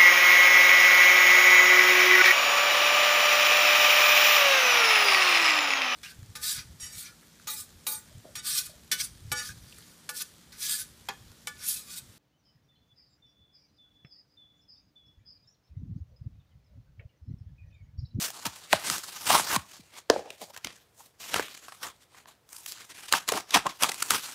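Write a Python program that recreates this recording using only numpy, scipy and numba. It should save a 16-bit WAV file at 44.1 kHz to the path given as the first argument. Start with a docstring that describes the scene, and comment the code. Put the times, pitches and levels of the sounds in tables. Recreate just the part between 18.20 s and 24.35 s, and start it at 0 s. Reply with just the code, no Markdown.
"""Hands tear a cardboard backing off a plastic blister close to a phone in a small quiet room.
Over faint room tone, breaking paper fibres hiss from the start and drive the boxy ring of the pack.
Glue and plastic let go in ringing cracks, and jolts send falling bending waves along the card.
Near 1.9 s the loose card is dropped and bounces; lighter handling follows, then from about 4.9 s
a last run of hard cracks and tears."""
import sys
import numpy as np
from scipy import signal
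from scipy.fft import rfft, irfft, next_fast_len
from scipy.io import wavfile
from scipy.ndimage import uniform_filter1d
from numba import njit

SR = 44100
rng = np.random.default_rng(int(sys.argv[2]) if len(sys.argv) > 2 else 0)


def gain_from_decibels(decibels):
    """Convert decibel values to linear amplitude factors."""
    exponent = np.asarray(decibels, float) / 20
    return 10 ** exponent


def digitize_waveform(pressure):
    """Quantize a signal to 16-bit integers and store it at the path in sys.argv[1].

    Rows of a 2-D input are taken as channels; values are limited to [-1, 1].
    """
    field = np.atleast_2d(pressure).T
    bounded = np.clip(field, -1, 1)
    quanta = np.round(bounded * 32767).astype(np.int16)
    wavfile.write(sys.argv[1], SR, quanta)


N = 271065
CARD_OFF_S = 2.05  # until then flaps and jolts run through the large piece of card


def unit(x):
    """Scale to rms 1."""
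    return x / np.sqrt(np.mean(x ** 2))


def colour(x, points):
    """Filter by a causal minimum-phase response through (Hz, dB) points."""
    hz, db = np.transpose(points)
    size = 2048
    bins_hz = np.fft.rfftfreq(size, 1 / SR) + 1
    log_gain = np.log(gain_from_decibels(np.interp(np.log(bins_hz), np.log(hz), db)))
    # folding the cepstrum onto positive time makes the response causal
    cepstrum = irfft(log_gain)
    cepstrum[1:size // 2] *= 2
    cepstrum[size // 2 + 1:] = 0
    response = irfft(np.exp(rfft(cepstrum)))
    return signal.fftconvolve(x, response)[:len(x)]


def resonate(x, hz, width_hz, db):
    """A steep resonance: the same band-pass twice over."""
    b, a = signal.iirpeak(hz, hz / width_hz, fs=SR)
    return gain_from_decibels(db) * signal.lfilter(b, a, signal.lfilter(b, a, x))


@njit
def svf(x, hz, share):
    """State-variable band-pass whose centre moves; width is a share of the centre."""
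    y, band, low = np.empty(len(x)), 0., 0.
    for i in range(len(x)):
        g = np.tan(np.pi * hz[i] / SR)
        v = (band + g * (x[i] - low)) / (1 + g * (g + share))
        band, low, y[i] = 2 * v - band, low + 2 * g * v, share * v
    return y


def walk(rate):
    """Random levels held 1 / rate s and slewed; spread near 1."""
    hold = int(SR / rate)
    levels = np.repeat(rng.standard_normal(N // hold + 1), hold)
    return uniform_filter1d(levels, hold // 2)[:N]


def breaks(rate, spread_db):
    """Fibres snapping at random moments, rate per second, most small, a few large."""
    chance, size = rng.random(N), rng.exponential(size=N)
    return unit((chance < rate / SR) * rng.standard_normal(N) * gain_from_decibels(spread_db * size))


# Colour of the snaps, with a steep top cut from 15.6 kHz that is no trait of the fibre.
# Each row: frequency in Hz, spectrum level in dB per Hz.
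SNAP_COLOUR = [(880, -7.5), (1700, -0.5), (3000, 1.5), (7500, -2), (12000, -8.5), (15600, -15),
               (15900, -49)]


def snap_colour(x):
    """Give bare snaps their hissing colour, band-limited at the top."""
    return colour(x, SNAP_COLOUR)


# Colour of steady air and hiss, with a steep top cut from 15.6 kHz that is no trait of the room.
# Each row: frequency in Hz, relative spectrum level in dB per Hz.
AIR_COLOUR = [(18, -33), (30, -10), (124, -4.5), (239, -13.5), (473, -11), (10500, -30.5), (15600, -31),
              (16000, -55.5)]


def room_tone():
    """Faint steady air and microphone hiss: coloured, band-limited noise, slightly wandering in level."""
    level_db = -67 + 0.76 * walk(5.3)
    return unit(colour(rng.standard_normal(N), AIR_COLOUR)) * gain_from_decibels(level_db)


# Pulls and rubs of the hands. Each row: peak time in seconds, fibre hiss in dB, pack ring in dB,
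# swell in ms, fade in ms; for the hiss, swell and fade each span 20 dB.
HAND_PULLS = [(0.05, -32.5, -47, 910, 78), (0.256, -49, -53, 370, 190), (0.256, -33.5, -33.5, 11, 39),
              (0.536, -32, -49, 44, 67), (0.7, -30, -36, 95, 138), (0.901, -45, -53.5, 990, 740),
              (1.095, -30, -35, 41, 120), (1.147, -23, -26, 128, 111), (1.32, -37.5, -35, 21, 108),
              (1.355, -26.5, -30, 120, 16), (1.515, -53, -61.5, 62, 170), (1.782, -45, -50.5, 86, 43),
              (1.905, -45, -32, 10.3, 200), (2.112, -53.5, -54.5, 12, 78), (2.225, -44.5, -46, 52, 56),
              (2.301, -54.5, -52.5, 41, 24), (2.34, -48.5, -53, 11, 27), (2.375, -59, -56, 37, 83),
              (2.456, -50, -56.5, 38, 195), (2.809, -54, -61, 61, 122), (3.005, -43, -54.5, 14, 560),
              (3.165, -32.5, -35, 95, 101), (3.348, -52, -58, 46, 31), (3.516, -55.5, -60, 170, 220),
              (3.647, -44.5, -42, 48, 85), (3.828, -59, -70.5, 38, 38), (3.979, -54, -59.5, 96, 63),
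              (4.085, -54.5, -57, 17, 69), (4.34, -50.5, -60, 62, 190), (4.51, -44, -60, 153, 74),
              (4.609, -47.5, -53.5, 91, 84), (4.705, -44.5, -50, 21, 35), (4.787, -45.5, -54, 68, 153),
              (4.937, -28, -30.5, 27.3, 77), (5.088, -30.5, -39, 17, 28), (5.161, -32, -30.5, 71, 65),
              (5.359, -28, -29.5, 51, 59), (5.467, -50, -31, 25, 20), (5.51, -47, -50.5, 140, 38),
              (5.632, -26.5, -27, 29, 61), (5.69, -47, -44, 84, 150), (5.84, -41, -52, 300, 150),
              (5.928, -23, -27.5, 43, 75.6), (6.057, -40, -48.5, 71, 156)]


def effort():
    """Every pull swells to a rounded peak and fades; overlaps add in power. Hiss and ring dB per sample."""
    step = 32  # samples between computed levels
    ring_share = 0.84  # the ring swells and fades somewhat faster than the hiss
    t = np.arange(0, N + step, step) / SR
    s, hiss_db, ring_db, swell_ms, fade_ms = np.transpose(HAND_PULLS)[:, :, None]
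    side_ms = np.clip(np.where(t < s, swell_ms, fade_ms), 2, None)
    spans = (t - s) * 1000 / side_ms * np.arccosh(10)  # 1 / cosh is 20 dB down at the end of a side
    curves = []
    for db, share in ((hiss_db, 1), (ring_db, ring_share)):
        pulls = gain_from_decibels(db) / np.cosh(np.clip(spans / share, -50, 50))
        level_db = 10 * np.log10(np.sum(pulls ** 2, axis=0))
        curves.append(np.interp(np.arange(N) / SR, t, level_db))
    return curves


# How the pack is held. Each row: time in seconds, treble lean in dB per octave, resting pack pitch in Hz.
HOLD = [(0.06, 3.5, 960), (0.55, -1, 985), (0.78, 3.5, 1122), (1.23, 2, 1042), (1.78, -0.5, 925),
        (1.98, -3.5, 536), (2.3, 3.5, 697), (2.48, -4, 1755), (2.75, 6.5, 823), (3.21, -2, 916),
        (3.58, 2, 1056), (4.03, -1.1, 1067), (4.4, 6.5, 1184), (4.72, 0, 1290), (5.05, 1.7, 850),
        (5.4, -1.7, 1043), (5.72, 2.5, 1030), (6.0, 2, 1265)]


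def grip():
    """The changing hold sets treble lean and pack pitch, one value per sample."""
    s, *columns = np.transpose(HOLD)
    return [np.interp(np.arange(N) / SR, s, c) for c in columns]


# Pack resonances under tearing. Each row: ratio to pack pitch, width as a share of the centre
# for each of two passes, relative level in dB.
PACK_MODES = [(.7, 0.53, 0.5), (1.0, 0.6, 13), (1.35, .4, -2.5)]
# Slack card moving air, deep flap then broad one. Each row: centre in Hz, width in Hz for each of
# two passes, relative level in dB before the balance for the size of card.
CARD_FLAPS = [(82, 36, -10.5), (264, 770, 19)]


def tearing():
    """The rip advances in jerks; the same breaks make hiss, shake the pack and stir the slack card."""
    jerk_db = 2.5  # unevenness of the rip
    hiss_db, ring_db = effort()
    lean_db, pack_hz = grip()
    pack_hz = pack_hz * (1 + 0.09 * walk(30))  # the flexing shell never keeps its shape
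    snaps = breaks(12000, 1.7) * gain_from_decibels(jerk_db * walk(90) + 0.28 * walk(390))
    # bright handling is mostly plastic, which adds lone ticks
    ticks = breaks(400, 1.2) * gain_from_decibels(-16.0 + 0.76 * lean_db)
    hiss = unit(snap_colour(snaps + ticks)) * gain_from_decibels(hiss_db)
    ring = 0
    for k, (ratio, width, db) in enumerate(PACK_MODES):
        mode_hz = ratio * pack_hz
        mode = svf(svf(snaps, mode_hz, 1. * width), mode_hz, 1. * width)
        ring = ring + (-1) ** k * gain_from_decibels(db) * mode  # neighbours in opposite sign
    ring = unit(ring) * gain_from_decibels(ring_db + jerk_db * walk(60))
    whole = np.arange(N) < CARD_OFF_S * SR
    deep, broad = [resonate(snaps, *row) for row in CARD_FLAPS]
    flap = unit(deep * gain_from_decibels(np.where(whole, 7, -14)) + broad)  # only the large card flaps deep
    gusts_db = 3 * walk(25)
    return hiss, ring + flap * gain_from_decibels(ring_db - 15.0 + gusts_db)


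# Cracks and knocks. Each row: peak time in seconds, crack level in dB, ring level in dB,
# ring pitch in Hz, length in ms (held between 0.3 and 40).
RELEASES = [(0.04, -35, -33.5, 900, 3.6), (0.082, -36, -42, 900, 1.7), (0.104, -33, -45, 700, 3.6),
            (0.255, -30, -26.5, 1200, 16.5), (0.266, -29.5, -29.5, 710, 6),
            (0.5293, -12.5, -8.5, 1435, 4.2), (0.5335, -31.5, -7, 600, 3), (0.7001, -20, -21, 1260, 3.4),
            (1.197, -26, -19, 895, 1.2), (1.3557, -30, -25, 1346, 6.2), (1.362, -20, -15, 1019, 5.3),
            (1.8999, -12, -5, 440, 3), (1.961, -60, -21, 516, 2), (1.993, -69, -31, 490, 1.4),
            (2.1046, -35.5, -42.5, 415, 3.9), (2.2165, -32, -35, 431, 1.2), (2.364, -40.5, -36.5, 806, 4.8),
            (2.3757, -38, -43, 760, 5.7), (2.4469, -27.5, -29, 1780, 4.5), (2.4714, -31.5, -44, 1650, 3.05),
            (3.142, -17.5, -24, 1080, 3), (3.1617, -32, -20, 1076, 8.4), (3.196, -30, -16, 780, 3),
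            (3.283, -43.5, -39.5, 1120, 6), (3.3754, -39, -53, 1190, 2.6), (3.4834, -45, -35, 1090, 6.8),
            (3.5221, -48, -35, 1060, 8.3), (3.633, -38, -29.5, 1150, 50), (3.946, -63, -48, 1000, 3.1),
            (4.0575, -66, -43, 980, 0.74), (4.291, -48, -57, 1000, 2.3), (4.33, -38, -52.5, 910, 3.3),
            (4.3655, -37.5, -71, 940.0, 3.6), (4.462, -30.5, -42.5, 1030, 3.9),
            (4.5215, -29.5, -62, 1530.0, 1.2), (4.7724, -41, -58, 1632, 1.1),
            (4.8855, -39.5, -37, 1650, 21), (4.9255, -7.5, -21.5, 855, 1.9),
            (4.9373, -23.5, -7.5, 912, 1.8), (5.0787, -32, -34, 1330, 2), (5.0891, -17.5, -24.5, 1496, 2.9),
            (5.094, -39, -20.5, 916, 6.5), (5.121, -21, -21, 421, 4.3), (5.149, -45, -29, 343, 38),
            (5.1375, -36, -20, 1350, 0.85), (5.175, -27, -24, 1030, 3.6),
            (5.3076, -28.5, -53.5, 1610.0, 3.8), (5.346, -14.5, -11.5, 984, 14.4),
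            (5.36, -24, -14, 680, 3.5), (5.3702, -22, -22.5, 880, 11), (5.467, -27, -25, 1060, 3.8),
            (5.6113, -33, -45, 850, 3), (5.625, -19.5, -21.5, 1040, 6.2), (5.635, -9, -19, 1050, 1.9),
            (5.692, -25.5, -27, 746, 8.8), (5.7182, -27.5, -26.5, 1864, 4.3), (5.744, -27, -34, 1188, 1.5),
            (5.806, -32, -45, 1300, 2), (5.8246, -18, -19.5, 1323, 5.8), (5.9066, -8.5, -8.5, 1213, 3.3)]
# Modes of a struck pack. Each row: ratio to ring pitch, cycles to fade 60 dB, relative level in dB.
RING_MODES = [(.62, 6, -4), (1.0, 14, 0), (1.6, 13, -7), (2.301, 18.5, -18.5)]


def cracks():
    """Each release is a volley of snaps that swells to its peak, dies away and rings the pack."""
    lead = SR // 50
    t = np.arange(-lead, 4 * lead) / SR
    after = t[lead:]
    # high bending waves arrive first: the ring sags
    hurried = after + 0.00022 * (1 - np.exp(-after / .003))
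    bright, body = np.zeros((2, N + 2 * len(t)))
    snaps = breaks(16000, 2.2)
    signs = rng.choice([-1, 1], (len(RELEASES), len(RING_MODES)))
    for (s, crack_db, ring_db, hz, ms), sign in zip(RELEASES, signs):
        at = int(s * SR) - lead
        length = np.clip(ms, .3, 40) / 1000
        rise = .08 if ring_db > crack_db + 3 else .17  # a knock starts at once, a peel swells
        shape = 1 / np.cosh(np.where(t < 0, t / (rise * length), t / (0.4 * length)))
        volley = np.resize(snaps[at:], len(t)) * shape
        volley *= np.linalg.norm(shape) / np.linalg.norm(volley)
        bright[at:at + len(t)] += gain_from_decibels(crack_db) * volley
        # the main release outweighs the rest
        push = volley + (t == 0) * .8 * np.linalg.norm(volley)
        modes = 0
        for (ratio, cycles, db), g in zip(RING_MODES, sign):
            fade = 1000 ** (-after * hz * ratio / cycles)
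            modes = modes + g * gain_from_decibels(db) * np.sin(2 * np.pi * hz * ratio * hurried) * fade
        onset = 1 - np.exp(-after * hz * 8.8)
        # the gradient thins the bass: a small panel radiates little of it
        ring = signal.fftconvolve(push, np.gradient(modes * onset))
        body[at:at + len(ring)] += np.sqrt(2) * gain_from_decibels(ring_db) * ring / np.abs(ring).max()
    snap = snap_colour(bright)[:N] / np.std(snap_colour(snaps))
    return snap, body[:N]


# Jolts of the card. Each row: start in seconds, level in dB before onset, fade and bass cut.
JOLTS = [(0.259, -27.5), (0.531, -25), (0.702, -31), (1.197, -33.5), (1.361, -21), (1.592, -41),
         (1.895, -38.5), (2.211, -39), (2.453, -37), (3.194, -39), (5.347, -22.5), (5.465, -37.5),
         (4.937, -33), (5.636, -37.5), (5.907, -32)]


def thumps():
    """Low bending waves travel slowest, so a jolt is a falling sweep; the whole card sinks deepest."""
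    start_hz, whole_hz, scrap_hz = 380, 65, 160
    onset_s, glide_s, fade_s = 0.0028, 0.011, 0.012
    t = np.arange(SR // 8) / SR
    envelope = (1 - np.exp(-t / onset_s)) ** 2 * np.exp(-t / fade_s)
    out = np.zeros(N + len(t))
    for (s, db), phase in zip(JOLTS, rng.random(len(JOLTS))):
        end_hz = whole_hz if s < CARD_OFF_S else scrap_hz
        hz = end_hz + (start_hz - end_hz) * np.exp(-t / glide_s)
        sweep = np.sin(2 * np.pi * (np.cumsum(hz) / SR + phase))
        jolt = gain_from_decibels(db) * sweep * envelope
        at = int(s * SR)
        out[at:at + len(t)] += signal.lfilter(*signal.butter(2, end_hz / 2, "high", fs=SR), jolt)
    return out[:N]


def shade(x, lean_db, patchy_db, centre_hz=5500):
    """Tilt the treble and let each third octave wander, as the torn edge turns and changes length."""
    size = next_fast_len(N)
    spectrum = rfft(x, size)
    third = np.clip(3 * np.log2((np.fft.rfftfreq(size, 1 / SR) + 1) / centre_hz), -5, 5)
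    out = 0
    for step in range(-5, 6):  # third octaves from the centre; the end bands take in all beyond
        band = irfft(spectrum * np.clip(1 - abs(third - step), 0, 1), size)[:N]
        out = out + band * gain_from_decibels(lean_db * step / 3 + patchy_db * walk(17))
    return out


def short_echo(near):
    """Diffuse return from table and walls: decaying noise as the impulse response."""
    t60_s, level_db = 0.25, -19
    t = np.arange(int(.3 * SR)) / SR
    echo = rng.standard_normal(len(t)) * 1000 ** (-t / t60_s) * np.clip(t / 0.0039, 0, 1)
    echo = signal.lfilter([1], [1, -.35], echo)  # soft surfaces dull the return
    return gain_from_decibels(level_db) * signal.fftconvolve(near, echo / np.sqrt(np.sum(echo ** 2)))[:N]


def scene():
    """Near sources, a short diffuse echo from table and walls, room tone."""
    air = room_tone()
    hiss, ring = tearing()
    snap, knock = cracks()
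    lean_db, _ = grip()
    near = shade(hiss + snap, lean_db, patchy_db=2.5) + ring + thumps()
    # a crack is too small to move much air
    near += signal.lfilter(*signal.butter(2, 170, "high", fs=SR), knock)
    return (near + short_echo(near) + air)[None]


def top_cut(x):
    """Nothing passes above the cut-off."""
    return signal.sosfilt(signal.butter(12, 16550, fs=SR, output="sos"), x)


def record(dry):
    """The phone rounds the loudest peaks and cuts the deep bass."""
    ceiling = .66
    rounded = ceiling * np.tanh(dry / ceiling)
    bass_cut = signal.butter(4, 55, "high", fs=SR, output="sos")
    mix = signal.sosfilt(bass_cut, rounded)
    return top_cut(mix)


dry = scene()
out = record(dry)
digitize_waveform(out)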